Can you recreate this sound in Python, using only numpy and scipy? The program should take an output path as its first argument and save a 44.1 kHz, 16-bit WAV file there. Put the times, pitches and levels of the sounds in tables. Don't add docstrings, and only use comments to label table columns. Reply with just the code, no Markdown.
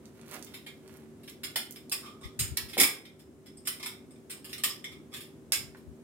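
import sys
import numpy as np
from scipy import signal
from scipy.fft import rfft, irfft
from scipy.io import wavfile
from scipy.ndimage import uniform_filter1d

SR = 44100
rng = np.random.default_rng(int(sys.argv[2]) if len(sys.argv) > 2 else 0)


def persist_wave(psi):
    counts = np.round(np.clip(psi, -1, 1) * 32767).astype(np.int16)
    wavfile.write(sys.argv[1], SR, np.atleast_2d(counts).T)


N = 265923


def amp(db):
    return 10 ** (np.asarray(db) / 20)


def rms_one(x):
    return x / np.sqrt(np.mean(x ** 2) + 1e-20)


def at_hz(points, hz):
    points = np.array(points)
    return np.interp(np.log(hz), np.log(points[:, 0]), points[:, 1])


def band(x, low_hz, high_hz):
    sos = signal.butter(2, [low_hz, min(high_hz, SR / 2.2)], "band", fs=SR, output="sos")
    return signal.sosfilt(sos, x + 1e-18)


def causal_colour(spectrum):
    size = 4096
    hz = np.arange(size // 2 + 1) * SR / size + 1
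    cepstrum = irfft(np.log(amp(at_hz(spectrum, hz))))
    cepstrum[1:size // 2] *= 2
    cepstrum[size // 2 + 1:] = 0
    response = irfft(np.exp(rfft(cepstrum)))
    return response / np.sqrt(np.sum(response ** 2))


def swell(peak_s, db, fall_s, rise_share):
    since = np.arange(N) / SR - peak_s
    return amp(db - 20 * np.maximum(since, -since / rise_share) / fall_s)


def diffuse(shape):
    # frequency_hz, correlation
    likeness = [(60, 0.64), (250, 0.83), (600, 0.76), (1500, 0.054), (8000, 0.058)]
    mid, side = rfft(rng.standard_normal((2,) + shape))
    hz = np.arange(mid.shape[-1]) * SR / shape[-1] + 1
    alike = np.clip(at_hz(likeness, hz), 0, 1)
    mid, side = np.sqrt(1 + alike) * mid, np.sqrt(1 - alike) * side
    return irfft(np.array([mid + side, mid - side]), shape[-1])


def air_and_machine():
    # frequency_hz, density_db
    air_spectrum = [(18, -42), (30, -23), (108, -4), (183, -7.5), (232, 1.5), (335, -3.5), (382, -5),
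                    (471, -10.5), (645, -16.5), (775, -21), (1940, -29), (2460, -31.5), (4490, -36),
                    (8420, -33), (15800, -42.5)]
    hum_hz, harmonics = 76.76, [(1, -71), (2, -64.5), (3, -64.5), (5, -59.5)]
    colour = causal_colour(air_spectrum)
    air = signal.fftconvolve(diffuse((N + SR,)), colour[None], axes=1)[:, SR:SR + N]
    wander = 0.0033 * np.cumsum(rng.standard_normal(N))
    phase = 2 * np.pi * hum_hz * np.arange(N) / SR + wander
    hum = sum(2 ** .5 * amp(db) * np.sin(k * phase) for k, db in harmonics)
    return amp(-53) * rms_one(air) + hum


def gravel():
    # peak_s, crunch_db, fall_s, grit_offset_db
    treads = [(0.07, -63, 0.16, -8), (0.2, -61, 0.11, -8), (0.34, -39, 0.066, -4.5),
              (0.523, -62.5, 0.098, -2), (0.62, -82, 0.6, 8.5), (0.934, -55, 0.17, -9),
              (1.207, -65, 0.031, -25), (1.297, -73, 0.053, 20)]
    grains_per_s = 800
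    slips = rng.random((2, N)) < grains_per_s / SR
    strength = amp(3.9 * np.minimum(rng.exponential(1, (2, N)), 5))
    grains = slips * strength * rng.choice([-1, 1], (2, N))
    crunch = rms_one(band(grains[0], 220, 2350))
    grit = rms_one(band(grains[1], 3000, 17000))
    return sum(swell(s, db, fall_s, rise_share=1) * (crunch + amp(grit_db + 1.5) * grit)
               for s, db, fall_s, grit_db in treads)


def ticks():
    # start_s, level_db, pitch_hz
    snaps = [(0.0556, -41.5, 5240), (0.2138, -41, 5300), (0.263, -44, 8380), (0.291, -45, 7650),
             (0.312, -34, 8500), (0.324, -43.5, 12700), (0.356, -39, 7500), (0.4255, -28, 7100),
             (0.437, -41, 14600), (0.447, -31, 14100), (0.8777, -40.5, 7100), (0.971, -40, 13100),
             (1.709, -26.5, 15000), (1.7234, -31, 11800), (1.8966, -29, 8600), (2.5723, -9, 11100),
             (2.7996, -9, 8310), (4.636, -19.5, 8100), (5.5217, -7.5, 7300)]
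    length = SR // 100
    fade = np.exp(-np.arange(length) / SR / 0.0012)
    out = np.zeros(N)
    for s, db, hz in snaps:
        tick = band(rng.standard_normal(length) * fade, hz / 2.1, hz * 1.6)
        start = round(s * SR)
        out[start:start + length] += amp(db + 2.5) * tick / np.max(np.abs(tick))
    return out


def ring(force, hz, t60):
    r = amp(-60 / (t60 * SR))
    feedback = [1, -2 * r * np.cos(2 * np.pi * hz / SR), r * r]
    return signal.lfilter([(1 - r * r) / 2, 0, (r * r - 1) / 2], feedback, force + 1e-18)


def tent_pole():
    # start_s, clack_db, ring_db, hardness_db (gain per mode group upward),
    # lowest_mode_db (often damped by a hand or the cord), rattle_s
    knocks = [(0.4614, -46, -59, -5.5, -57, 0.016), (0.537, -34, -51.5, -4, -53, 0.011),
              (0.6629, -40, -57.5, -4.5, -60, 0.0078), (1.2315, -46, -71, -1, -76, 0.0052),
              (1.2767, -36.5, -65, -7, -59, 0.0031), (1.4327, -25, -43.5, -2, -45, 0.0076),
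              (1.558, -17, -36, -0.5, -46, 0.0025), (1.7566, -39, -57.5, -0.5, -80, 0.0023),
              (1.9151, -20, -38, 3, -41, 0.0061), (2.026, -56, -60, -1, -35, 0.019),
              (2.0484, -45.5, -53, -5.5, -42.5, 0.028), (2.2097, -63, -55, 1, -40, 0.011),
              (2.2304, -46, -54.5, -4, -50, 0.013), (2.39, -19, -34.5, 3, -54.5, 0.012),
              (2.5695, -20.5, -40, -4, -49.5, 0.0034), (2.684, -37, -52, -1, -60.5, 0.015),
              (2.7316, -31.5, -53, -6, -55.5, 0.0063), (2.7761, -16, -31, 2, -34, 0.012),
              (2.7987, -6.5, -31, 6.5, -37.5, 0.0092), (2.8328, -13, -28, 3, -67, 0.0036),
              (3.0505, -46, -63, -5, -69, 0.0054), (3.1904, -48, -63, 1.5, -84, 0.01),
              (3.457, -47.5, -60, -0.5, -79, 0.013), (3.568, -63, -61, 1, -81, 0.01),
              (3.6506, -38, -44.5, -1, -72, 0.018), (3.6707, -18, -52, 5.5, -75, 0.0035),
              (3.7967, -43, -52.5, -5.5, -38, 0.0029), (3.827, -33.5, -40, -2.5, -42, 0.0066),
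              (3.8584, -27, -42.5, 3, -70, 0.0048), (4.1066, -59.5, -61, 1.5, -68, 0.0025),
              (4.156, -68, -72, -6.5, -68, 0.0065), (4.2971, -30, -47.5, -1, -66, 0.013),
              (4.4435, -34, -63, 0, -52, 0.008), (4.489, -37.5, -60, 2, -57, 0.027),
              (4.5296, -32, -42.5, -0.5, -65, 0.0019), (4.5804, -37.5, -45, -2, -45, 0.002),
              (4.637, -14.5, -35, 3.5, -53, 0.0027), (4.697, -43, -52, -4.5, -48, 0.005),
              (4.842, -42, -47.5, -4, -50, 0.0019), (4.9117, -47, -56.5, -2.5, -52, 0.013),
              (5.1114, -51, -51.5, -4.5, -48, 0.017), (5.1365, -34, -46, -2, -52, 0.0068),
              (5.1619, -36, -59, 4.5, -55, 0.0091), (5.206, -35.5, -58, 2, -74, 0.0047),
              (5.2294, -54, -66, -1.5, -73, 0.0071), (5.5212, -17.5, -30, 2, -52, 0.012),
              (5.7677, -49, -80, 0, -62, 0.0067)]
    # pitch_hz, level_db, t60_s
    tube_modes = [
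        [(1218, 5.5, 0.037)],
        [(2160, 1, 0.036), (2334, 0, 0.0097), (3254, -5, 0.0062), (3487, 0, .012)],
        [(5050, 0, 0.013), (5190, -1, 0.012)],
        [(7250, 0.5, 0.024), (7020, -4, 0.0093)],
        [(8190, 5.5, 0.035), (8335, 2.5, 0.015), (9070, -8, 0.027)],
    ]
    # frequency_hz, density_db
    clack_spectrum = [(290, -19), (500, -28.5), (986, -16), (2250, -1.5), (4690, 3.5), (5190, 9),
                      (6180, -18), (6830, -2.5), (7670, -10.5), (8490, -2.5), (9390, -6), (15100, -9),
                      (15800, -15.5)]
    length, upper_groups = SR // 5, len(tube_modes) - 1
    t = np.arange(length) / SR
    shape = (len(knocks), length)
    contacts = rng.standard_normal(shape) * amp(3.6 * rng.exponential(1, shape))
    scatter_db = 4.5 * rng.standard_normal((len(knocks), upper_groups))
    rank = np.arange(upper_groups) - 1.5
    force = np.zeros((2 + len(tube_modes), N + length))
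    for knock, touch, chance_db in zip(knocks, contacts, scatter_db):
        s, clack_db, ring_db, hardness_db, lowest_db, rattle_s = knock
        age = t / rattle_s
        burst = touch * (1 - np.exp(-4 * age)) * np.exp(-age)
        burst /= np.sqrt(np.sum(burst ** 2))
        treble_db = clack_db + 0.4 * hardness_db
        upper_db = ring_db + hardness_db * rank + chance_db
        start = round(s * SR)
        force[:, start:start + length] += amp([clack_db, treble_db, lowest_db, *upper_db])[:, None] * burst
    body, treble, *drives = force[:, :N]
    broad = amp(19) * band(body, 274, 6700) + amp(21.5) * band(treble, 5570, 20000)
    clack = signal.fftconvolve(broad, causal_colour(clack_spectrum))[:N]
    rings = sum(amp(db) * ring(drive, hz, t60)
                for drive, modes in zip(drives, tube_modes) for hz, db, t60 in modes)
    return clack + amp(34.5) * rings


def thuds():
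    # start_s, level_db, pitch_hz, t60_s
    landings = [(1.561, -34, 940, 0.015), (2.77, -29.5, 545.6, 0.038), (2.783, -29, 397, 0.091),
                (2.812, -23.5, 354, 0.073), (4.635, -46, 950, 0.0048), (5.52, -35, 1022, 0.015),
                (5.748, -41.5, 1483, 0.023)]
    out, t = np.zeros(N), np.arange(N) / SR
    for s, db, hz, t60 in landings:
        noise = rms_one(band(rng.standard_normal(N), hz / 1.48, hz * 1.29))
        since = np.maximum(t - s, 0)
        out += noise * (t >= s) * amp(db - 1 - 60 * since / t60)
    return out


def wind():
    # peak_s, level_db, fall_s
    gusts = [(2.257, -35, 0.023), (2.423, -28, 0.035), (2.52, -36.5, 0.052), (2.637, -44.5, 0.059),
             (2.813, -51.5, 0.17), (4.968, -60, 0.15), (5.194, -58, 0.04), (5.363, -63.5, 0.06),
             (5.63, -52, 0.22), (5.887, -42, 0.04)]
    rumble = band(rng.standard_normal((2, N)), 52, 140)
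    lumps = rms_one(band(rumble, 50, 160))
    blowing = sum(swell(*gust, rise_share=0.9) for gust in gusts)
    return blowing * lumps * amp([[3], [-5]])


def yard(x, direct_db, tail_db, early_db, right_db):
    # frequency_hz, t60_s
    decay = [(500, 0.52), (1500, 0.35), (4000, 0.32), (10000, 0.26)]
    hop, left_lag_samples = SR // 4, 4
    t, count = np.arange(2 * hop) / SR, N // hop + 2
    white = diffuse((count, 2 * hop))
    tails = sum(band(white, hz / 2 ** .5, hz * 2 ** .5) * amp(-60 * t / at_hz(decay, hz)) * (-1) ** k
                for k, hz in enumerate(125 * 2. ** np.arange(8)))
    onset = 1 - np.exp(-t / 0.0011)
    early = 1 + amp(early_db) * np.exp(-t / 0.012)
    tails *= onset * early
    tails *= amp(tail_db) / np.sqrt(np.sum(tails ** 2) / 2 / count)
    window = np.sin(np.pi * t * SR / hop / 2)
    padded, wet = np.pad(x, (hop, 3 * hop)), np.zeros((2, N + 8 * hop))
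    for k in range(count):
        stretch = padded[k * hop:(k + 2) * hop] * window
        wet[:, k * hop:(k + 4) * hop - 1] += signal.fftconvolve(stretch[None], tails[:, k], axes=1)
    direct = amp(direct_db) * np.array([np.roll(x, left_lag_samples), x])
    return (direct + wet[:, hop:hop + N]) * amp([[-right_db], [right_db]])


def scene():
    landings = yard(thuds(), direct_db=-0.5, tail_db=-2.5, early_db=5, right_db=1.3)
    pole = yard(tent_pole(), direct_db=-3.5, tail_db=3, early_db=-4.5, right_db=0.92)
    steps = yard(gravel() + ticks(), direct_db=-4.5, tail_db=-7, early_db=3.5, right_db=3.5)
    return landings + pole + steps + air_and_machine() + wind()


def record(dry):
    threshold_db, cut_share, recovery_db_per_s, smoothing_s = -26, 0.27, 2, 0.1
    power = uniform_filter1d(np.mean(dry ** 2, axis=0), 880)
    wanted_db = cut_share * np.maximum(10 * np.log10(power + 1e-12) - threshold_db, 0)
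    recovery_db = recovery_db_per_s * np.arange(N) / SR
    held_db = np.maximum.accumulate(wanted_db + recovery_db) - recovery_db
    smooth = np.exp(-1 / (smoothing_s * SR))
    cut_db = signal.lfilter([1 - smooth], [1, -smooth], np.maximum(held_db, 0))
    low_cut = signal.butter(4, 48, "high", fs=SR, output="sos")
    high_cut = signal.cheby2(24, 75, 16400, fs=SR, output="sos")
    return signal.sosfilt(high_cut, signal.sosfilt(low_cut, dry * amp(-cut_db)))


dry = scene()
out = record(dry)
persist_wave(out)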